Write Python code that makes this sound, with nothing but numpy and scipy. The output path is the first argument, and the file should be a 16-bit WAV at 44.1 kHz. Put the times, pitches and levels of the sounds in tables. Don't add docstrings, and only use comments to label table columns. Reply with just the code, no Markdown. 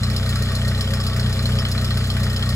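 import sys
import numpy as np
from scipy import signal
from scipy.fft import rfft, irfft, next_fast_len
from scipy.io import wavfile
from scipy.ndimage import uniform_filter1d

SR = 44100
rng = np.random.default_rng(int(sys.argv[2]) if len(sys.argv) > 2 else 0)


def pcm_store(signal):
    levels = np.round(np.clip(np.atleast_2d(signal), -1, 1) * 32767)
    wavfile.write(sys.argv[1], SR, levels.astype(np.int16).T)


N = 112455

FIRING_HZ, FIRST_S, JITTER_S, UNEVEN_DB = 30.91, 0.0185, 0.00018, 0.74
RISE_S = 0.0013
# (frequency [Hz], left minus right [dB])
BALANCE = [(60, .6), (99, .9), (270, 1), (450, 3), (740, 3), (1220, 2.5), (2010, 2), (3330, .5), (5500, -1),
           (9000, 0)]


def thumps(times, db, throat_db):
    # (delay [s], width [s], level [dB])
    echoes = [(0, 0.0017, 0.5), (.00924, 0.0018, -2.5), (0.0177, 0.0018, -1.5), (0.0241, 0.001, -17.5)]
    # (frequency [Hz], gain [dB])
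    muffler = [(20, -16.5), (45, -4.5), (62, -1.5), (123, 0.5), (140, -31.5), (160, -4.5), (186, 3.5),
               (215, -2.5), (280, -1.5), (500, -12)]
    # (frequency [Hz], gain [dB])
    throat = [(140, -67), (165, -26), (186, 3.5), (215, 2.5), (245, -0.5), (275, -5), (330, -44)]
    t, hz = np.arange(-SR // 50, SR // 20) / SR, np.fft.rfftfreq(2 * N, 1 / SR)
    shape = sum(amp(level) * np.exp(-.5 * ((t - delay) / width) ** 2) for delay, width, level in echoes)
    drive = rfft(train(times, db), 2 * N) * amp(read(muffler, hz))
    drive += rfft(train(times, throat_db), 2 * N) * amp(read(throat, hz))
    pulses = irfft(drive * rfft(shape, 2 * N))[np.argmin(abs(t)):][:N]
    open_end = signal.butter(2, 30.5, "high", fs=SR)
    return -amp(-9.5) * signal.lfilter(*open_end, pulses)


def drone(times, db):
    # (frequency [Hz], width [Hz], rms level [dB], share of the swell)
    modes = [(31.36, 5.7, -37, 0.14), (421.2, 5.2, -48.5, 0.7), (443.2, 5.1, -48, 0),
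             (540.7, 9.1, -45.5, 0.85), (655, 7.5, -47, 1), (843.5, 9.3, -55.5, 0.32)]
    # (time [s], level at full share [dB])
    swell = [(0, -2.5), (.23, 0), (.4, -1), (.66, -1), (.81, -5.5), (.91, 6.5), (1.05, -3), (1.16, 2.5),
             (1.28, -17), (1.34, 1.5), (1.64, 3), (1.72, -3), (1.82, 3.5), (2.05, -5), (2.17, -0.5),
             (2.35, -6), (2.45, -3.5)]
    firings = train(times, db)
    swell_db = np.interp(np.arange(N) / SR, *np.transpose(swell))
    return sum(amp(level) * unit(amp(share * swell_db) * ring(ring(firings, hz, width), hz, hz / 4))
               for hz, width, level, share in modes)


def puffs(times, db):
    # (frequency [Hz], gain [dB])
    spectrum = [(20, -33), (45, -9), (120, -10), (160, -16), (225, 5), (280, -2), (360, -7.5), (435, 0.5),
                (490, -17.5), (545, -4), (655, -6), (730, -10), (950, -10), (2000, -33)]
    gas = bursts(times, db, decay_s=0.12, tail_s=0.19, tail_db=13)
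    return amp(-39) * unit(colour(gas, spectrum))


def ticks(times, cylinder_db):
    # (time [s], knock, click [dB before swing], low, middle, high ring [dB])
    accents = [(0.0322, 2.5, 0, -2, 9.5, -2), (0.099, 3, -4, -10, 3, -5), (0.1622, -18, 2, 2.5, 5.5, 0.5),
               (0.2605, 4, -2, -10, 2, -8), (0.2909, -8, 3, -9, 5, -6), (0.356, 4.5, 0, -1, 5.5, -3.5),
               (0.4212, 0.5, 2, -8, 6.5, -5), (0.5175, 1, -4.5, -6, -4, -15),
               (0.5505, -7, 2, -21, 8.5, -3.5), (0.6783, -6, 1, -4, 5.5, -7),
               (0.7763, -1, -3.5, -19, 3, -17.5), (0.808, -1, 2.5, 8, 4.5, 0),
               (0.935, 5.5, 1.5, 4, 1.5, -2.5), (1.0004, -3, -4, 2.5, -4.5, -2),
               (1.0649, -8, 1.5, 1.5, 5.5, -1.5), (1.1625, 6, 0.5, -6, -7, -6),
               (1.1948, 3.5, 0, -4, 4.0, -1), (1.2941, 0.5, -4, -5, -8, -14), (1.326, -2, 0.5, -3.0, 3, -5),
               (1.3906, 4, -7, -7, 6, -6), (1.4552, -3, 1, 4, 10.5, -7), (1.488, 7, -4, -11, -11, -15),
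               (1.586, 2.5, -2, 9, -5, 2.5), (1.6506, 5.5, -5, 9, 6, -7.5),
               (1.7134, -10, 2.5, -13, 0.5, -0.5), (1.7776, 2, -3, 1, 9, -10), (1.8443, 2, 1.5, 3, 1.0, 0),
               (1.9062, 2.5, -3.5, 7, 7, -6), (1.9718, 4, 1, 1, 2, -4), (2.101, -8, -0.5, 8.5, 5, -3.5),
               (2.166, 7, -3, 2, -3, -9), (2.2311, 2.0, 1, -8, 2, -3.5), (2.264, 5.5, -7, -3, -3, -11),
               (2.3616, -5, -1, 9, 2, -1.5), (2.4246, 4, -2, 9, 4.5, -9), (2.4898, -6.0, 3, -7, 6.0, -3.5)]
    # (frequency [Hz], gain [dB])
    knock_spectrum = [(300, -32.5), (950, -19), (1140, -4), (1230, 0.5), (1330, -7), (1450, 2), (1560, -5),
                      (1700, -3), (1880, 3), (2080, -6), (2400, -3.5), (2700, -19), (4000, -34)]
    # (frequency [Hz], gain [dB])
    click_spectrum = [(1500, -31), (2800, 0), (4500, -5.5), (5800, 3), (7200, 4), (7800, 4.5), (9000, -5),
                      (10300, 6), (11000, -1.5), (12800, 0.5), (14500, -10), (16000, -7)]
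    # (frequency [Hz], width [Hz], rms level [dB], ring: 0 low / 1 middle / 2 high)
    modes = [(3160, 71, -42, 0), (3290, 210, -46.5, 0), (4161, 71, -39, 1), (4730, 90, -44.5, 2),
             (5248, 54, -42.5, 2)]
    lag_s, jitter_s, spread_db = 0.015, 0.0007, 2.05
    knock_swing, click_swing = 0.85, 1.1
    chance = rng.uniform(-1, 1, (len(times), 6)) * np.sqrt(3)
    rows = np.c_[times + lag_s + jitter_s * chance[:, 0], cylinder_db + spread_db * chance[:, 1:]]
    for accent in accents:
        rows[np.argmin(abs(rows[:, 0] - accent[0]))] = accent
    times, knock, click, *ring_db = rows.T
    knocks = bursts(times, knock_swing * knock, decay_s=0.014, tail_s=0.026, tail_db=-12)
    clicks = bursts(times, click_swing * click, decay_s=0.013, tail_s=0.018, tail_db=5)
    out = amp(-40.5) * unit(colour(knocks, knock_spectrum))
    out += amp(-42) * unit(colour(clicks, click_spectrum))
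    for hz, width, db, which in modes:
        pings = np.zeros((2, N))
        for s, level in zip(times, ring_db[which]):
            add(pings, s, amp(level) * ping(hz, width))
        out += amp(db) * unit(pings)
    return out


def ping(hz, width):
    snap_s, tail_s = 0.0041, 0.019
    t = np.arange(SR // 12) / SR
    detune, late = rng.uniform(-1, 1, 2) * np.sqrt(3)
    scrape = np.minimum(t / RISE_S, 1) * (np.exp(-t / snap_s) + amp(2) * np.exp(-t / tail_s))
    drive = unit(scrape * rng.standard_normal((2, len(t))))
    for s, db in (0, -3), (0.011 + 0.0016 * late, -11.5):
        drive[0, np.argmin(abs(t - s))] += amp(db) * np.sqrt(2 * len(t))
    pitch = hz * (1 + 0.0063 * detune)
    return unit(ring(ring(drive, pitch, width), pitch, width * 8))


def clatter():
    # (frequency [Hz], width [Hz], rms level [dB])
    parts = [(1137.5, 16, -47), (1234, 130, -50), (1322, 14, -51.5), (1542, 27, -53), (1858, 25, -45.5),
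             (3610, 23, -49.5), (4750, 120, -50.5), (7900, 220, -54.5)]
    taps_per_s, spread_db = 60, 7.5
    out = np.zeros((2, N))
    for hz, width, db in parts:
        hits = rng.random((2, N)) < taps_per_s / SR
        taps = hits * amp(spread_db * np.minimum(rng.exponential(1, (2, N)), 3))
        out += amp(db) * unit(ring(ring(taps, hz, width), hz, width * 8))
    return out


def rush():
    # (frequency [Hz], gain [dB])
    spectrum = [(20, -11), (80, 17), (300, 5), (600, 7), (950, -4.5), (1200, 8), (1850, 3), (2150, -0.5),
                (2700, 1), (3100, 8.5), (3600, 7), (3850, 0.5), (4150, 8.5), (4450, -3.5), (4800, 6),
                (5300, -1), (5600, -3.5), (7200, -4.5), (7700, -3), (8300, -3), (10300, -7), (11000, -9),
                (13000, -13), (14500, -23), (16000, -26)]
    flicker_db = unit(uniform_filter1d(rng.standard_normal(N), size=300))
    noise = rng.standard_normal((2, N)) * amp(flicker_db)
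    return amp(-34) * unit(colour(noise, spectrum))


def stereo_balance(mono):
    balance_db = read(BALANCE, np.fft.rfftfreq(2 * N, 1 / SR))
    return irfft(rfft(mono, 2 * N) * amp([balance_db / 2, -balance_db / 2]))[:, :N]


def stereo_spread(pair):
    # (frequency [Hz], coherence [0-1])
    likeness = [(200, 0.94), (550, 0.9), (950, 0.76), (1300, 0.88), (2000, 0.68), (2650, 0.43), (3000, .95),
                (3400, .95), (3650, 0.35), (4150, 0.93), (4550, 0.6), (4900, 0.7), (5300, .9), (5850, 0.15),
                (6800, .95), (8000, 0.65), (8700, .98), (9400, .98), (10500, 0.68), (11300, 0.97),
                (12500, 0.56), (13400, .97), (16000, .9)]
    # (frequency [Hz], phase [rad])
    phase = [(20, 0.1), (1400, 0.2), (1900, 0.5), (2150, -0.1), (3000, 2.7), (3500, 3.1), (4200, 4.1),
             (4900, 4.3), (5400, 5.7), (6000, 6.8), (6800, 6.3), (7400, 6.1), (8600, 3.2), (9400, 3.1),
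             (11000, 0.1), (11900, -0.3), (13200, -3.1), (14400, -3.2), (15100, -6.2)]
    size = next_fast_len(N + 4096)
    hz = np.fft.rfftfreq(size, 1 / SR)
    left, other = rfft(pair, size)
    same, lean = read(likeness, hz), amp(read(BALANCE, hz) / 2)
    right = (same * left + np.sqrt(1 - same ** 2) * other) * np.exp(-1j * read(phase, hz))
    return irfft(np.array([left * lean, right / lean]), size)[:, :N]


def amp(db):
    return 10 ** (np.asarray(db) / 20)


def unit(x):
    return x / np.sqrt(np.mean(x ** 2) + 1e-20)


def read(points, hz):
    f, value = np.transpose(points)
    return np.interp(np.log(hz + 1), np.log(f + 1), value)


def colour(x, points, size=16384):
    log_gain = np.log(amp(read(points, abs(np.fft.fftfreq(size, 1 / SR)))))
    taps = np.fft.ifft(np.exp(signal.hilbert(log_gain).conj())).real[:size // 2]
    return signal.fftconvolve(x, taps[None], axes=1)[:, :N]


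def ring(x, hz, width):
    r = np.exp(-np.pi * width / SR)
    return signal.lfilter([1, 0, -1], [1, -2 * r * np.cos(2 * np.pi * hz / SR), r * r], x)


def train(times, db):
    out, at = np.zeros(N), np.round(times * SR).astype(int)
    inside = (at >= 0) & (at < N)
    out[at[inside]] = amp(db)[inside]
    return out


def bursts(times, db, decay_s, tail_s, tail_db):
    t = np.arange(SR // 8) / SR
    fall = np.exp(-np.maximum(t - RISE_S, 0) / decay_s) + amp(tail_db) * np.exp(-t / tail_s)
    shape = np.minimum(t / RISE_S, 1) * fall
    power = signal.fftconvolve(train(times, db) ** 2, shape ** 2)[:N]
    return np.sqrt(abs(power)) * rng.standard_normal((2, N))


def add(mix, s, sound):
    part = mix[:, max(round(s * SR), 0):][:, :sound.shape[1]]
    part += sound[:, :part.shape[1]]


def scene():
    # (thump, throat [dB], knock, click [dB before swing], low, middle, high ring [dB])
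    cylinders = [(0.14, 2, -2, 2, -0.5, 4, -1.5), (-0.84, -3, 0.5, -9, -3, -6, -13),
                 (-0.25, 3.5, -3, -4.5, 2, -1, -10), (-1.06, -7, -2, -4.5, -10, -2, -15)]
    # (time [s], lag [s])
    hunting = [(0, -.0001), (.15, .0011), (.25, -.0004), (.37, -.0003), (.45, .0008), (.58, -.0009),
               (.73, .0005), (.89, -.0022), (1, -.0018), (1.14, -.0036), (1.29, 0), (1.39, -.0015),
               (1.48, -.0012), (1.59, .0004), (1.92, -.0014), (2.04, 0), (2.17, -.0018), (2.32, -.0001),
               (2.43, -.0018), (2.55, -.0003)]
    # (time [s], level [dB])
    effort = [(0.02, 2), (0.15, 0.7), (0.22, 1.8), (0.34, 0.2), (0.41, 2), (0.53, 0), (0.68, 1.5),
              (0.82, 0), (0.96, 1.3), (1.08, 0.5), (1.15, 1), (1.19, 1.5), (1.28, 2), (1.35, 0.1),
              (1.47, 0.7), (1.54, 3), (1.63, 0.2), (1.83, 1.5), (1.9, 0.5), (1.99, 2), (2.09, 0.8),
              (2.26, 1.5), (2.38, -0.5), (2.5, 2)]
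    beat = np.arange(int(N / SR * FIRING_HZ) + 1)
    clock = FIRST_S + beat / FIRING_HZ
    cylinder = np.array(cylinders)[beat % len(cylinders)]
    late, strong = rng.standard_normal((len(beat), 2)).T
    times = clock + np.interp(clock, *np.transpose(hunting)) + JITTER_S * late
    effort_db = np.interp(clock, *np.transpose(effort)) + UNEVEN_DB * strong
    db = effort_db + cylinder[:, 0]
    throat_db = 1.87 * effort_db + cylinder[:, 1]
    exhaust = stereo_balance(thumps(times, db, throat_db) + drone(times, db))
    return exhaust + stereo_spread(puffs(times, db) + ticks(times, cylinder[:, 2:]) + clatter() + rush())


def record(dry):
    lowpass = signal.firwin(511, cutoff=15850, window=("kaiser", 9), fs=SR)
    return signal.oaconvolve(dry, lowpass[None], "same")


dry = scene()
out = record(dry)
pcm_store(out)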